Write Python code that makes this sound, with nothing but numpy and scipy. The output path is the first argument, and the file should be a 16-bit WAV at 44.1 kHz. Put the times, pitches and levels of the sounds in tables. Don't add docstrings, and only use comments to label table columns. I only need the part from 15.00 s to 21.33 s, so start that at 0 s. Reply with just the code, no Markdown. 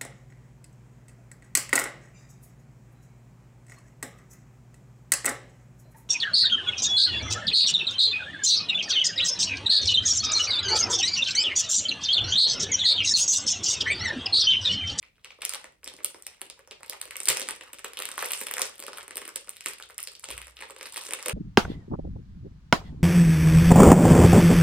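import sys
import numpy as np
from scipy import signal
from scipy.fft import rfft, irfft, next_fast_len
from scipy.io import wavfile

SR = 44100
rng = np.random.default_rng(int(sys.argv[2]) if len(sys.argv) > 2 else 0)


def wav_out(sig):
    wavfile.write(sys.argv[1], SR, np.round(np.clip(np.atleast_2d(sig).T, -1, 1) * 32767).astype(np.int16))


N = 279153
T = np.arange(N) / SR
BURST = 1536
SIDES = np.array([[1], [-1]])


def undb(db):
    return 10 ** (np.asarray(db) / 20)


def unit(x):
    return x / np.sqrt(np.sum(x ** 2, axis=-1, keepdims=True) + 1e-30)


def level(x, db):
    return unit(x) * np.sqrt(x.shape[-1]) * undb(db)


def along(hz, points, axis=1):
    table = np.array(points, float)
    return np.interp(np.log(hz + 1), np.log(table[:, 0]), table[:, axis])


def bins(size):
    return np.fft.rfftfreq(size, 1 / SR)


def colour(x, points):
    size = next_fast_len(2 * x.shape[-1])
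    size += size % 2
    cepstrum = irfft(np.log(undb(along(bins(size), points))))
    cepstrum[1:size // 2] *= 2
    cepstrum[size // 2 + 1:] = 0
    filtered = irfft(rfft(x, size) * np.exp(rfft(cepstrum)))
    return filtered[..., :x.shape[-1]]


def shudder(count, decay_s, rise_s=1e-6, size=BURST):
    t = np.arange(size) / SR
    return rng.standard_normal((count, size)) * np.exp(-t / decay_s) * (1 - np.exp(-t / rise_s))


def resonate(x, hz, q):
    ratio = (bins(x.shape[-1]) + 1) / hz[:, None]
    return irfft(rfft(x) / (1 + 1j * q * (ratio - 1 / ratio)) ** 2)


def place(times, sounds):
    out = np.zeros(N + sounds.shape[1])
    starts = np.clip(times * SR, 0, N - 1).astype(int)
    for start, sound in zip(starts, sounds):
        out[start:start + len(sound)] += sound
    return out[:N]


# frequency in Hz, relative density in dB per Hz.
ROOM_AIR = [(25, -35.5), (40, 0), (55, 2.5), (120, -3.5), (300, -12.5), (1000, -28), (4000, -37),
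            (15000, -33)]


def air():
    mid, side = colour(rng.standard_normal((2, N)), ROOM_AIR)
    return level(mid, db=-73.5) + SIDES * level(side, db=-82.5)


# frequency in Hz, energy against the direct sound in dB,
# time to fall by 60 dB in s, side minus mid in dB.
ROOM_TAIL = [(286, -1.5, 0.37, -7), (420, 0.5, 0.26, -9), (690, 3, 0.3, 5.5), (1080, -4.5, 0.29, 0.5),
             (2810, -1.5, 0.29, 0), (6930, -5, 0.25, 2.5), (9570, -15.5, 0.33, -12.5),
             (11900, -15, 0.18, 18.5), (14000, -19.5, 0.29, -30)]


def bedroom(x, build_s=0.0045, size=22050):
    t, hz = np.arange(size) / SR, bins(size)
    mid, side = rfft(rng.standard_normal((2, size)))
    width = undb(along(hz, ROOM_TAIL, axis=3))
    field = (mid + SIDES * width * side) / np.hypot(1, width)
    response = np.zeros((2, size))
    for own, (_, db, t60, _) in zip(np.eye(len(ROOM_TAIL)), ROOM_TAIL):
        share = along(hz, [(row[0], weight) for row, weight in zip(ROOM_TAIL, own)])
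        build = 1 - np.exp(-(t / build_s) ** 2)
        fade = unit(build * np.exp(-np.log(1000) * t / t60))
        response += undb(db) * fade * irfft(field * share)
    return signal.fftconvolve(x[None], response, axes=1)[:, :N]


def turning(x, count=4):
    knots = np.arange(0, N / SR, .01)
    wander = [np.interp(T, knots, rng.standard_normal(len(knots))) for _ in range(count)]
    share = unit(np.array(wander).T).T
    return sum(bedroom(x * part) for part in share)


# delay in seconds, energy in dB.
NEAR_ECHOES = [(.0023, -16), (.0095, -17), (0.0098, -38)]


def reflections(x):
    response = np.zeros((2, 1024))
    for delay, db in NEAR_ECHOES:
        scatter = unit(shudder(2, decay_s=0.00037, size=128))
        start = int(delay * SR)
        response[:, start:start + scatter.shape[1]] += undb(db) * scatter
    return signal.fftconvolve(x[None], response, axes=1)[:, :N]


# start in seconds, ring in Hz,
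# level in dB before the rise softens it, time to fall by 60 dB in s, rise in s.
BED_BUMPS = [(2.293, 129.4, -39.5, 0.15, 0.013), (5.278, 151, -53, 0.15, 0.0092),
             (5.295, 286, -47, 0.087, 0.01), (5.294, 61.3, -45.5, 0.95, 0.024), (5.3, 50, -56, 0.5, .015),
             (5.335, 92, -47, 0.15, .008), (5.355, 126, -54.5, 0.17, .006), (5.375, 184, -59, 0.15, .006),
             (6.255, 166, -53.5, 0.15, 0.0064), (6.258, 342, -36.5, 0.16, 0.0062),
             (6.284, 237, -55, 0.073, 0.0088)]


def bumps():
    out = np.zeros(N)
    for s, hz, db, t60, rise_s in BED_BUMPS:
        age = np.maximum(T - s, 0)
        swell = 1 - np.exp(-age / rise_s)
        out += undb(db - 60 * age / t60) * swell * np.sin(2 * np.pi * hz * age)
    return out


# time in seconds, low rustle in dB, high rustle in dB, both before the gains of those layers.
STEADY_RUSTLE = [(0.0, -72, -92), (0.3, -68.5, -83), (0.44, -80, -71), (0.86, -71, -76), (1.04, -62, -66),
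                 (1.3, -60, -76.5), (1.74, -62.5, -75), (2.34, -59.5, -43), (2.63, -47.5, -48.5),
                 (2.84, -61.5, -96), (3.19, -52.5, -38.5), (3.45, -53, -43.5), (3.72, -49.5, -57),
                 (4.97, -65.5, -51), (5.24, -67, -47), (5.66, -58, -57), (6.12, -45.5, -36.5),
                 (6.33, -46.5, -69)]


def strained(steady_db, snap_db, build_s=0.009, settle_s=0.046):
    knots = np.arange(0, N / SR, .002)
    age = knots[:, None] - np.array(CREASES)[:, 0]
    swell = np.exp(np.minimum(age / build_s, -age / settle_s)) * undb(snap_db)
    steady = undb(np.interp(knots, np.array(STEADY_RUSTLE)[:, 0], steady_db))
    power = steady ** 2 + np.sum(swell ** 2, axis=1)
    return np.interp(T, knots, 10 * np.log10(power))


# frequency in Hz, relative level in dB.
SLIDE_SHAPE = [(100, -17.5), (200, -13.5), (480, -0.5), (720, 0), (1200, -4), (2800, -2.5), (6000, -8),
               (14000, -23.5)]


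def slide(low_db, grain_db=8, gain_db=-12):
    hold = SR // 300
    steps = np.clip(rng.standard_normal(N // hold + 1), -2, 2)
    catches = np.repeat(steps, hold)[:N]
    rub = rng.standard_normal(N) * undb(grain_db * catches)
    return level(colour(rub, SLIDE_SHAPE), gain_db) * undb(low_db)


def swing(hz, cycles, glide=0.57, size=BURST):
    age = np.arange(size) / SR * hz[:, None] / cycles
    turns = cycles * (0.82 * age + 2 * glide * (1 - np.exp(-age / 2)))
    return age * np.exp(-age) * np.sin(2 * np.pi * (turns + rng.random((len(hz), 1))))


def ring(hz, cycles, overtone=1.433, overtone_db=-9, size=BURST):
    turns = np.arange(size) / SR * hz[:, None]
    chance = rng.random((len(hz), 3, 1))
    upper = overtone * (0.853 + 0.34 * chance[:, 0])
    low_mode = np.sin(2 * np.pi * (turns + chance[:, 1]))
    high_mode = np.sin(2 * np.pi * (upper * turns + chance[:, 2]))
    modes = low_mode + undb(overtone_db) * high_mode
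    return modes * (1 - np.exp(-(turns / cycles) ** 2)) * np.exp(-turns / cycles)


def disperse(x, shortest_s=0.00003, longest_s=0.00045):
    travel_s = rng.uniform(shortest_s, longest_s, (len(x), 1))
    phase = 4 * np.pi * travel_s * np.sqrt(1000 * bins(x.shape[-1]))
    return irfft(rfft(x) * np.exp(-1j * phase))


# frequency in Hz, relative level in dB.
TICK_SHAPE = [(2500, -39), (5200, -7), (6600, -9), (8500, 0), (10000, 1.5), (11500, -2), (13500, -5),
              (16000, -25)]


def buckle(tick_db, tilt_db, panel_hz, panel_db, tick_s, panel_s, q, swing_cycles=0.52,
           flutter_db=-9, ring_pitch=0.95, ring_cycles=1.68, ring_db=-7):
    count = len(tick_db)
    octaves = np.log2(np.maximum(bins(BURST), 4000))
    raw_tick = colour(shudder(count, tick_s, rise_s=0.000096), TICK_SHAPE)
    tick = irfft(rfft(raw_tick) * undb(tilt_db[:, None] * octaves))
    flutter_s = panel_s * np.sqrt(2000 / panel_hz)[:, None]
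    flutter = resonate(shudder(count, flutter_s, rise_s=0.00044), panel_hz, q)
    flap = resonate(swing(panel_hz, swing_cycles * q), panel_hz, q=0.29)
    after = ring(ring_pitch * panel_hz, ring_cycles * q)
    panel = unit(flap) + undb(flutter_db) * unit(flutter) + undb(ring_db) * q * unit(after)
    return unit(tick) * undb(tick_db)[:, None] + unit(disperse(panel)) * undb(panel_db)[:, None]


def crackle(low_db, high_db, spread_db=7, tick_gain_db=10, panel_gain_db=13,
            idle_db=-70, busy_db=-48, count=1200):
    chance = rng.random((count, 4))
    spread = np.clip(rng.standard_normal((count, 3)), -2, 1.2)
    s = chance[:, 0] * N / SR
    likelihood = np.interp(np.interp(s, T, low_db), [idle_db, busy_db], [.1, 1])
    gives = chance[:, 2] < likelihood
    s, chance, spread = s[gives], chance[gives], spread[gives]
    panel_hz = 900 * 4.28 ** chance[:, 1]
    size_db = spread_db * spread[:, 0]
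    tick_db = np.interp(s, T, high_db) + size_db + 2 * spread[:, 1] + tick_gain_db
    panel_db = np.interp(s, T, low_db) + size_db + panel_gain_db
    folds = buckle(tick_db, 4 * spread[:, 2], panel_hz, panel_db,
                   tick_s=0.00038, panel_s=0.00031, q=0.75 + 1.3 * chance[:, 3:])
    return place(s, folds)


# start in seconds, length in s,
# ticks per s, middle tick energy in dB, middle panel energy in dB.
JUDDER_RUNS = [(3.2, 0.11, 127, -23, -22.5), (3.339, 0.1, 250, -21.5, -31), (3.602, .05, 140, -28, -20),
               (4.664, .05, 220, -25.5, -27), (6.028, .13, 110, -32, -33)]


def judder(jitter=.35, spread_db=5, tilt_db=-3, panel_hz=2100, count=40):
    out = np.zeros(N)
    for start, length, rate, tick_db, panel_db in JUDDER_RUNS:
        wait, size, pitch = rng.uniform(-1, 1, (count, 3)).T
        age = (np.arange(count) + jitter * wait) / rate
        ticks = buckle(tick_db + spread_db * size, np.full(count, tilt_db), panel_hz * np.exp(pitch / 2),
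                       panel_db + spread_db * size, tick_s=0.0002, panel_s=0.00044, q=0.56)
        within = age < length
        out += place(start + age[within], ticks[within])
    return out


def avalanche(lead_s=0.0014, trail_s=.009, lead_db=-3, tick_drop_db=-20, panel_drop_db=-14,
              tilt_rise_db=9.0, count=6):
    s, tick_db, tilt_db, panel_hz, panel_db, _ = np.repeat(np.array(CREASES), count, axis=0).T
    wait, size, pitch = rng.uniform(-1, 1, (len(s), 3)).T
    first = np.arange(len(s)) % count == 0
    times = s + np.where(first, -lead_s, trail_s) * (1 + .8 * wait)
    size_db = 4 * size + lead_db * first
    folds = buckle(tick_db + tick_drop_db + size_db, tilt_db + tilt_rise_db,
                   panel_hz * np.exp(.6 * pitch - .15), panel_db + panel_drop_db + size_db,
                   tick_s=0.00026, panel_s=0.00037, q=0.89)
    return place(times, folds)


# frequency in Hz, relative level in dB.
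BAG_SHAPE = [(50, -26.5), (110, -33), (180, -9), (290, -4.5), (400, -3), (530, 2.5), (720, -3.5),
             (1100, 6.5), (3000, -53.5)]
# time in seconds, resonance in Hz before scatter.
BAG_HOLLOW = [(0.0, 450.6), (0.65, 475.6), (1.15, 440), (1.45, 503), (2.1, 484), (2.35, 420), (3.25, 403),
              (3.55, 444), (4.2, 370), (4.9, 480), (5.65, 442), (6.33, 390)]
# start in seconds, tick energy in dB, tick brightness in dB per octave,
# film panel resonance in Hz, panel energy in dB, bag body energy in dB; energies before the layer gains.
CREASES = [(0.028, -36.5, 1.5, 2174, -21.5, -46), (0.1563, -61, -2.5, 2670, -43.5, -63.5),
           (0.1813, -58, -5, 1605, -38, -52), (0.2462, -25, -10, 2560, -17, -39),
           (0.2594, -44, -10, 2120, -25, -58), (0.305, -45, -17, 2394, -20, -39),
           (0.3872, -47.5, -8, 1080, -35.5, -31.5), (0.4196, -19, -2.5, 2460, -16, -46),
           (0.42, -20, -5.5, 2245, -9.5, -46.5), (0.4469, -25, -6, 3180, -19, -36),
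           (0.4514, -2.5, 1, 2600, -10, -33.5), (0.4619, -27, -5, 2020, -19.5, -39.5),
           (0.494, -6.5, -4.5, 3240, -16.5, -44.5), (0.5244, -22, -8, 2540, -18.5, -47),
           (0.5368, -11, -6, 2540, -10.5, -26.5), (0.547, -14.5, -15, 3130, -17, -35),
           (0.5535, -19, 0, 2240, -18, -40), (0.643, -24.5, -13, 2000, -18.5, -26.5),
           (0.7228, -44.5, -3, 2130, -41.5, -45.5), (0.832, -42, -14.5, 1950, -26.5, -38),
           (0.8436, -17, -6.5, 2230, -34, -40), (0.8605, -28, -1.5, 2260, -23.5, -36),
           (0.8721, -34, -11.5, 1850, -25.5, -27), (0.8766, -17.5, -11, 3060, -13, -31.5),
           (0.9385, -25.5, -10.5, 2330, -30, -30.5), (0.966, -29.5, -4, 3400, -33.5, -44),
           (0.9882, -42, -15, 2110, -26, -32), (1.0046, -34, -25, 1570, -27.5, -30),
           (1.0462, 2, 7, 2680, -10.5, -25.5), (1.1452, -29, -22, 1740, -24, -25.5),
           (1.2234, -22.5, 2.5, 3210, -37.5, -54.5), (1.2668, -12, -0.5, 2887, -17, -34),
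           (1.3358, -55, -4.5, 2200, -34, -46.5), (1.416, -12, 6, 2500, -15.5, -24.5),
           (1.5, -21, -7, 3420, -18, -32.5), (1.5922, -35, -1.5, 1740, -28.5, -34.5),
           (1.6751, -32, -1.5, 1537, -32, -34), (1.711, -26, -14.5, 3010, -19, -31.5),
           (1.7162, -35, -3, 2460, -20.5, -29), (1.8066, -42, 0, 1450, -31.5, -32),
           (1.832, -23, -10, 1750, -19.5, -31), (1.8617, -28.5, -2, 3640, -33.5, -43.5),
           (1.881, -33, 0, 3580, -31, -45.5), (1.897, -8.5, 1, 3560, -15.5, -27),
           (1.9249, -38.5, -16, 2060, -18, -32.5), (1.9329, -27.5, -10, 2430, -17.5, -35),
           (1.9655, -41, -16.5, 1870, -30, -41), (2.015, -9, -1.5, 2760, -14.5, -41),
           (2.043, -34, 2.5, 2870, -38.5, -49), (2.055, -22.5, 6, 2873, -24, -30),
           (2.0776, -39.5, 0, 1810, -31.5, -35.5), (2.109, -18.5, -4.5, 2390, -13.5, -53),
           (2.1569, -23, -3, 2243, -13, -31), (2.167, -11, -4, 2810, -26.5, -40),
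           (2.1942, -32.5, -10.5, 3580, -30, -40.5), (2.203, -9, -5, 2320, -16, -29),
           (2.233, -14, 2.5, 3500, -33, -57), (2.256, -7.5, 1, 4260, -16, -49),
           (2.2735, -10, -6, 2460, -10.5, -25), (2.2841, -2, -3, 2120, -3.5, -18.5),
           (2.286, 4.5, -6, 2770, 0, -37), (2.288, 5.5, -5.5, 3300, -9, -29),
           (2.2947, -8, 5, 2090, -4.5, -26), (2.3017, -0.5, 8, 2820, -3, -19),
           (2.3037, -14, 1, 2700, -6.5, -19), (2.3061, -11, 4, 2100, -15, -29),
           (2.31, -20, 1, 1160, -11.5, -18.5), (2.3164, -14, 4, 3200, -18, -31),
           (2.328, -15, 0, 2300, -15, -33), (2.3651, -22.5, -10.5, 2300, -12.5, -23.5),
           (2.3712, -7, -8, 2100, -9, -28), (2.3774, -16, -0.5, 2600, -16, -28),
           (2.384, -26.5, -5, 1700, -24, -27.5), (2.3974, -10.5, 3, 2630, -14.5, -26),
           (2.4073, -12, -12, 2400, -13.5, -28), (2.4167, -12, -13, 2890, -12, -21),
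           (2.4267, -20.5, -8, 3450, -15, -28), (2.4717, -27, -11, 2540, -20.5, -35),
           (2.4806, -23, -14, 2690, -30, -30.5), (2.4878, -8.5, -3, 1900, -6.5, -27),
           (2.5085, -10.5, -5, 2770, -14, -25.5), (2.6105, -24.5, -13, 2186, -16, -29.5),
           (2.7316, -20.5, -1.5, 2340, -29, -37), (2.7345, -18.5, 7, 2510, -20.5, -30),
           (2.786, -28, -4.5, 2485, -21.5, -43), (2.7926, -22.5, -5, 1590, -23, -44),
           (2.845, -14, -3, 1360, -11, -22), (2.847, -17.5, 8, 2626, -13.5, -31.5),
           (2.882, -28, 6, 2790, -27.5, -41.5), (2.934, -21, -2.5, 2130, -22, -37.5),
           (2.972, -19, 13, 3270, -10, -32), (2.9899, -13, 3, 2793, -14, -22),
           (3.0017, -13, 3, 1470, -12, -23), (3.0224, -11.5, 4.5, 2370, -9, -41),
           (3.0544, -9.5, 0.5, 2560, -11.5, -38), (3.0889, -15, 3, 1540, -14.5, -31.5),
           (3.1157, -15, -8, 2600, -16.5, -33), (3.14, -28.5, 2, 1403, -25, -33),
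           (3.1795, -12, 10, 1300, -4.5, -39.5), (3.1916, -10, -23, 2270, -15.5, -43),
           (3.2068, -20, 10, 2190, -13, -39), (3.2218, -23, 4, 2090, -19.5, -28),
           (3.2249, -12, 15, 2110, -8.5, -21), (3.2263, -15, 11, 1400, -5.5, -15),
           (3.2445, -12.5, -16.5, 2820, -20, -23), (3.2546, -31, 0, 2020, -13.5, -28),
           (3.2592, -9, 17, 1890, -17, -41), (3.3071, -13.5, 5.5, 3440, -13, -35.5),
           (3.311, -15, 7, 1915, -8, -43.5), (3.319, -4, 5, 3140, -18, -43),
           (3.3346, -7.5, -3, 2680, -7, -45), (3.3756, -20, -4.5, 2450, -23.5, -38.5),
           (3.4047, -16, -4, 2930, -25, -37.5), (3.4138, -12.5, 12, 2250, -12, -21),
           (3.469, -10.5, 9.5, 2400, -11.5, -27), (3.485, -22, -2, 2390, -14, -43),
           (3.512, -7.5, 6.5, 1880, -10, -32.5), (3.5386, -8, 3, 2500, -10, -21.5),
           (3.5638, -25, -2.5, 2150, -28.5, -25.5), (3.5682, -15.5, -2, 1830, -8, -34),
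           (3.582, -10, -2.5, 1623, -5.5, -31), (3.5946, -8.5, -2.5, 2310, -18, -17.5),
           (3.6098, -15, 2, 1560, -10, -24), (3.6181, 1, -1.5, 2700, -6, -16.5),
           (3.651, -23, -15, 1830, -20.5, -30), (3.6551, -14.5, -13.5, 3570, -23, -34),
           (3.7232, -46, -1.5, 1480, -30.5, -46.5), (3.756, -28, 5, 2770, -36.5, -50),
           (3.781, -27, 7, 2960, -42, -52.5), (3.7944, -20, 6, 2250, -26, -30),
           (3.8016, -16, 7, 2924, -24, -30), (3.8252, -19, -13, 1840, -19, -29.5),
           (3.838, -20.5, -9, 1740, -24.5, -23.5), (3.866, -18, 2.5, 2920, -17.5, -35.5),
           (3.8815, -20, -12, 1360, -13, -22), (3.9321, -21, -12, 1594, -15.5, -31.5),
           (3.9737, -19, 4, 2480, -18.5, -39), (3.9837, -18.5, 0.5, 1440, -13.5, -39),
           (4.0093, -28, -17, 2050, -20, -45), (4.0299, -25.5, -7, 1410, -29, -34),
           (4.08, -20.5, -2, 1780, -21.5, -33.5), (4.1087, -21, -7, 1871, -15.5, -29.5),
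           (4.1568, -14.5, -5, 2548, -27.5, -26.5), (4.1698, -8, 10.5, 2260, -13.5, -24),
           (4.1788, -13.5, -10, 1840, -16, -28), (4.2172, -22, -10.5, 2080, -15.5, -25),
           (4.2518, -25, -8, 2360, -22, -40), (4.2544, -21, -2.5, 2780, -20, -30.5),
           (4.2785, -15.5, 5.5, 1850, -21.5, -28), (4.287, -32, -9, 1590, -18.5, -37),
           (4.291, -20, -9, 1820, -23.5, -33), (4.3595, -6, -2.5, 3000, -13.5, -24.5),
           (4.4739, -33, -9.5, 2220, -28.5, -33), (4.4827, -33.5, -7.5, 1560, -23.5, -37.5),
           (4.4932, -10.5, 2.5, 2880, -22, -53.5), (4.534, -43, -1, 2680, -30, -57.5),
           (4.5628, -32, -14, 2610, -29, -54), (4.5678, -25, 3, 3050, -24, -45),
           (4.608, -19, -9, 2560, -19.5, -52), (4.66, -6, 4, 2410, -4.5, -22.5),
           (4.6765, -25.5, -3.5, 2450, -23, -31.5), (4.6848, -12, 2, 2250, -30.5, -44),
           (4.735, -21, 3.5, 3620, -21.5, -48.5), (4.7841, -29.5, -3.5, 2898, -27, -58.5),
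           (4.8, -27.5, 3, 1400, -18, -39.5), (4.825, -27.5, -1.5, 3180, -16.5, -50),
           (4.899, -34, -13, 1440, -23, -30), (4.9062, -28.5, 4.5, 2340, -28, -41),
           (4.9807, -10.5, -0.5, 2340, -22.5, -46.5), (4.9886, -26, 3, 2270, -13.5, -49),
           (5.003, -15.5, 1, 2300, -26.5, -56), (5.029, -11, 11, 3070, -32, -51),
           (5.0375, -15, -4, 2600, -29.5, -50), (5.0735, -16, -11, 3230, -14.5, -33),
           (5.1522, -31.5, 2, 3550, -22.5, -57.5), (5.1958, -24, -3, 2180, -36, -57),
           (5.2382, -28, -11, 1280, -19.5, -44), (5.2419, -15.5, -17, 3100, -15.5, -34),
           (5.288, -19.5, -17, 2466, -17.5, -23.5), (5.3042, -15.5, 1.5, 2700, -13.5, -20.5),
           (5.3124, -15, 1, 2840, -23, -38), (5.3244, -25.5, -5, 2550, -17, -36),
           (5.3786, -15.5, -3, 2100, -14.5, -42.5), (5.4167, -22, 2, 2100, -16.5, -42),
           (5.4697, -24.5, -1, 1600, -26.5, -37.5), (5.4814, -30, -6.5, 1841, -26.5, -41.5),
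           (5.569, -36, -2, 3192, -20.5, -58), (5.5906, -36.5, -3, 2450, -22, -37),
           (5.607, -30, -1, 2350, -19, -31), (5.612, -25, -1.5, 1920, -23, -36.5),
           (5.6229, -26.5, -19.5, 1860, -12.5, -27.5), (5.6908, -35.5, -0.5, 2020, -29.5, -37.5),
           (5.6992, -29.5, -13.5, 1170, -23, -30), (5.707, -21.5, -2, 2320, -23, -28),
           (5.7633, -29, -22, 2180, -24, -28.5), (5.796, -43, -9, 1960, -28.5, -36),
           (5.8111, -22.5, -15, 2000, -15.5, -24), (5.8294, -20, -4, 2520, -21, -41),
           (5.8341, -35, 2, 1370, -25, -42), (5.857, -14.5, -24, 2290, -16.5, -44),
           (5.8612, -21.5, 2, 1800, -23.5, -34), (5.9233, -22, -5, 3650, -32, -49),
           (5.9435, -23, -7, 3560, -21, -50), (5.9608, -16, 2, 2030, -13, -29),
           (5.9693, -14, -1, 3160, -15, -39), (5.9748, -18, 2, 1170, -14.5, -30),
           (5.9782, -15, -0.5, 3080, -16.5, -46), (6.011, -31, -7.5, 3520, -20, -46),
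           (6.0526, -21.5, 5, 3160, -23, -38.5), (6.0622, -23, -3, 1803, -23.5, -37),
           (6.067, -17, -15, 2850, -24.5, -33), (6.089, -23, -4, 1960, -21.5, -23),
           (6.1085, -14, -10, 2110, -12, -27), (6.1243, -16.5, 3, 1770, -16, -20.5),
           (6.1351, -5.5, -4, 2240, -7.5, -23), (6.189, -28, -5, 2040, -18.5, -33),
           (6.195, -32, -6, 2084, -20, -32.5), (6.2268, -16, -7, 2070, -20, -43),
           (6.232, -29, -8, 2090, -23, -41), (6.259, -13, -1, 2560, -13.5, -21.5),
           (6.261, -9, -1.5, 2340, -10.5, -13), (6.2832, -5, 0.5, 1900, -9, -11),
           (6.2958, -10.5, 0, 1915, -6, -21)]


def snaps(panel_gain_db=-0.28, bag_gain_db=2.4, pop_q=0.67, hollow_scatter=0.18):
    s, tick_db, tilt_db, panel_hz, panel_db, bag_db = np.transpose(CREASES)
    q = pop_q * (2000 / panel_hz) ** 0.074 * undb(0.4 * (panel_db - tick_db))
    q = np.clip(q, .65, 1.8)
    film = buckle(tick_db, tilt_db, panel_hz, panel_db + panel_gain_db,
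                  tick_s=0.00044, panel_s=0.0009, q=q[:, None])
    scatter = np.exp(hollow_scatter * rng.uniform(-1.1, 1, len(s)))
    hollow_hz = np.interp(s, *np.transpose(BAG_HOLLOW)) * scatter
    shake = colour(shudder(len(s), decay_s=0.002, rise_s=0.001), BAG_SHAPE)
    hollow = resonate(shake, hollow_hz, q=0.78)
    body = unit(unit(hollow) + undb(-3.5) * unit(shake))
    bag = body * undb(bag_db + bag_gain_db)[:, None]
    return place(s, film + bag)


# frequency in Hz, lead in radians.
LEFT_LEAD = [(100, 0), (1200, -.3), (4000, -.7), (5700, -2.35), (6800, -2.1), (8500, 0), (11200, 3.1),
             (14000, 6.2), (16000, 8.6)]


def ports(x, pan_db=-0.6):
    phase = np.interp(bins(2 * N), *np.transpose(LEFT_LEAD))
    halves = SIDES / 2
    return irfft(rfft(x, 2 * N) * np.exp(1j * halves * phase))[:, :N] * undb(halves * pan_db)


def scene(strain_low_db=-33, strain_high_db=-34):
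    _, steady_low_db, steady_high_db = np.transpose(STEADY_RUSTLE)
    _, tick_db, _, _, panel_db, _ = np.transpose(CREASES)
    low_db = strained(steady_low_db, panel_db + strain_low_db)
    high_db = strained(steady_high_db, tick_db + strain_high_db)
    packet = snaps() + avalanche() + judder() + crackle(low_db, high_db) + slide(low_db)
    return ports(packet) + reflections(packet) + turning(packet) + bumps() + air()


# frequency in Hz, gain in dB.
MIC_COLOUR = [(520, 1), (700, -3), (900, -0.5), (1200, 0.5), (1600, -3), (2200, -1), (3200, -1),
              (4100, 0.5), (5200, 2), (6500, 2), (9500, 4), (13000, 0.5)]


def record(dry, ceiling=0.66, top_hz=16600):
    heard = colour(dry, MIC_COLOUR)
    rounded = heard / (1 + (heard / ceiling) ** 4) ** .25
    low_pass = signal.ellip(10, .2, 90, top_hz, fs=SR, output="sos")
    return signal.sosfilt(low_pass, rounded)


dry = scene()
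out = record(dry)
wav_out(out)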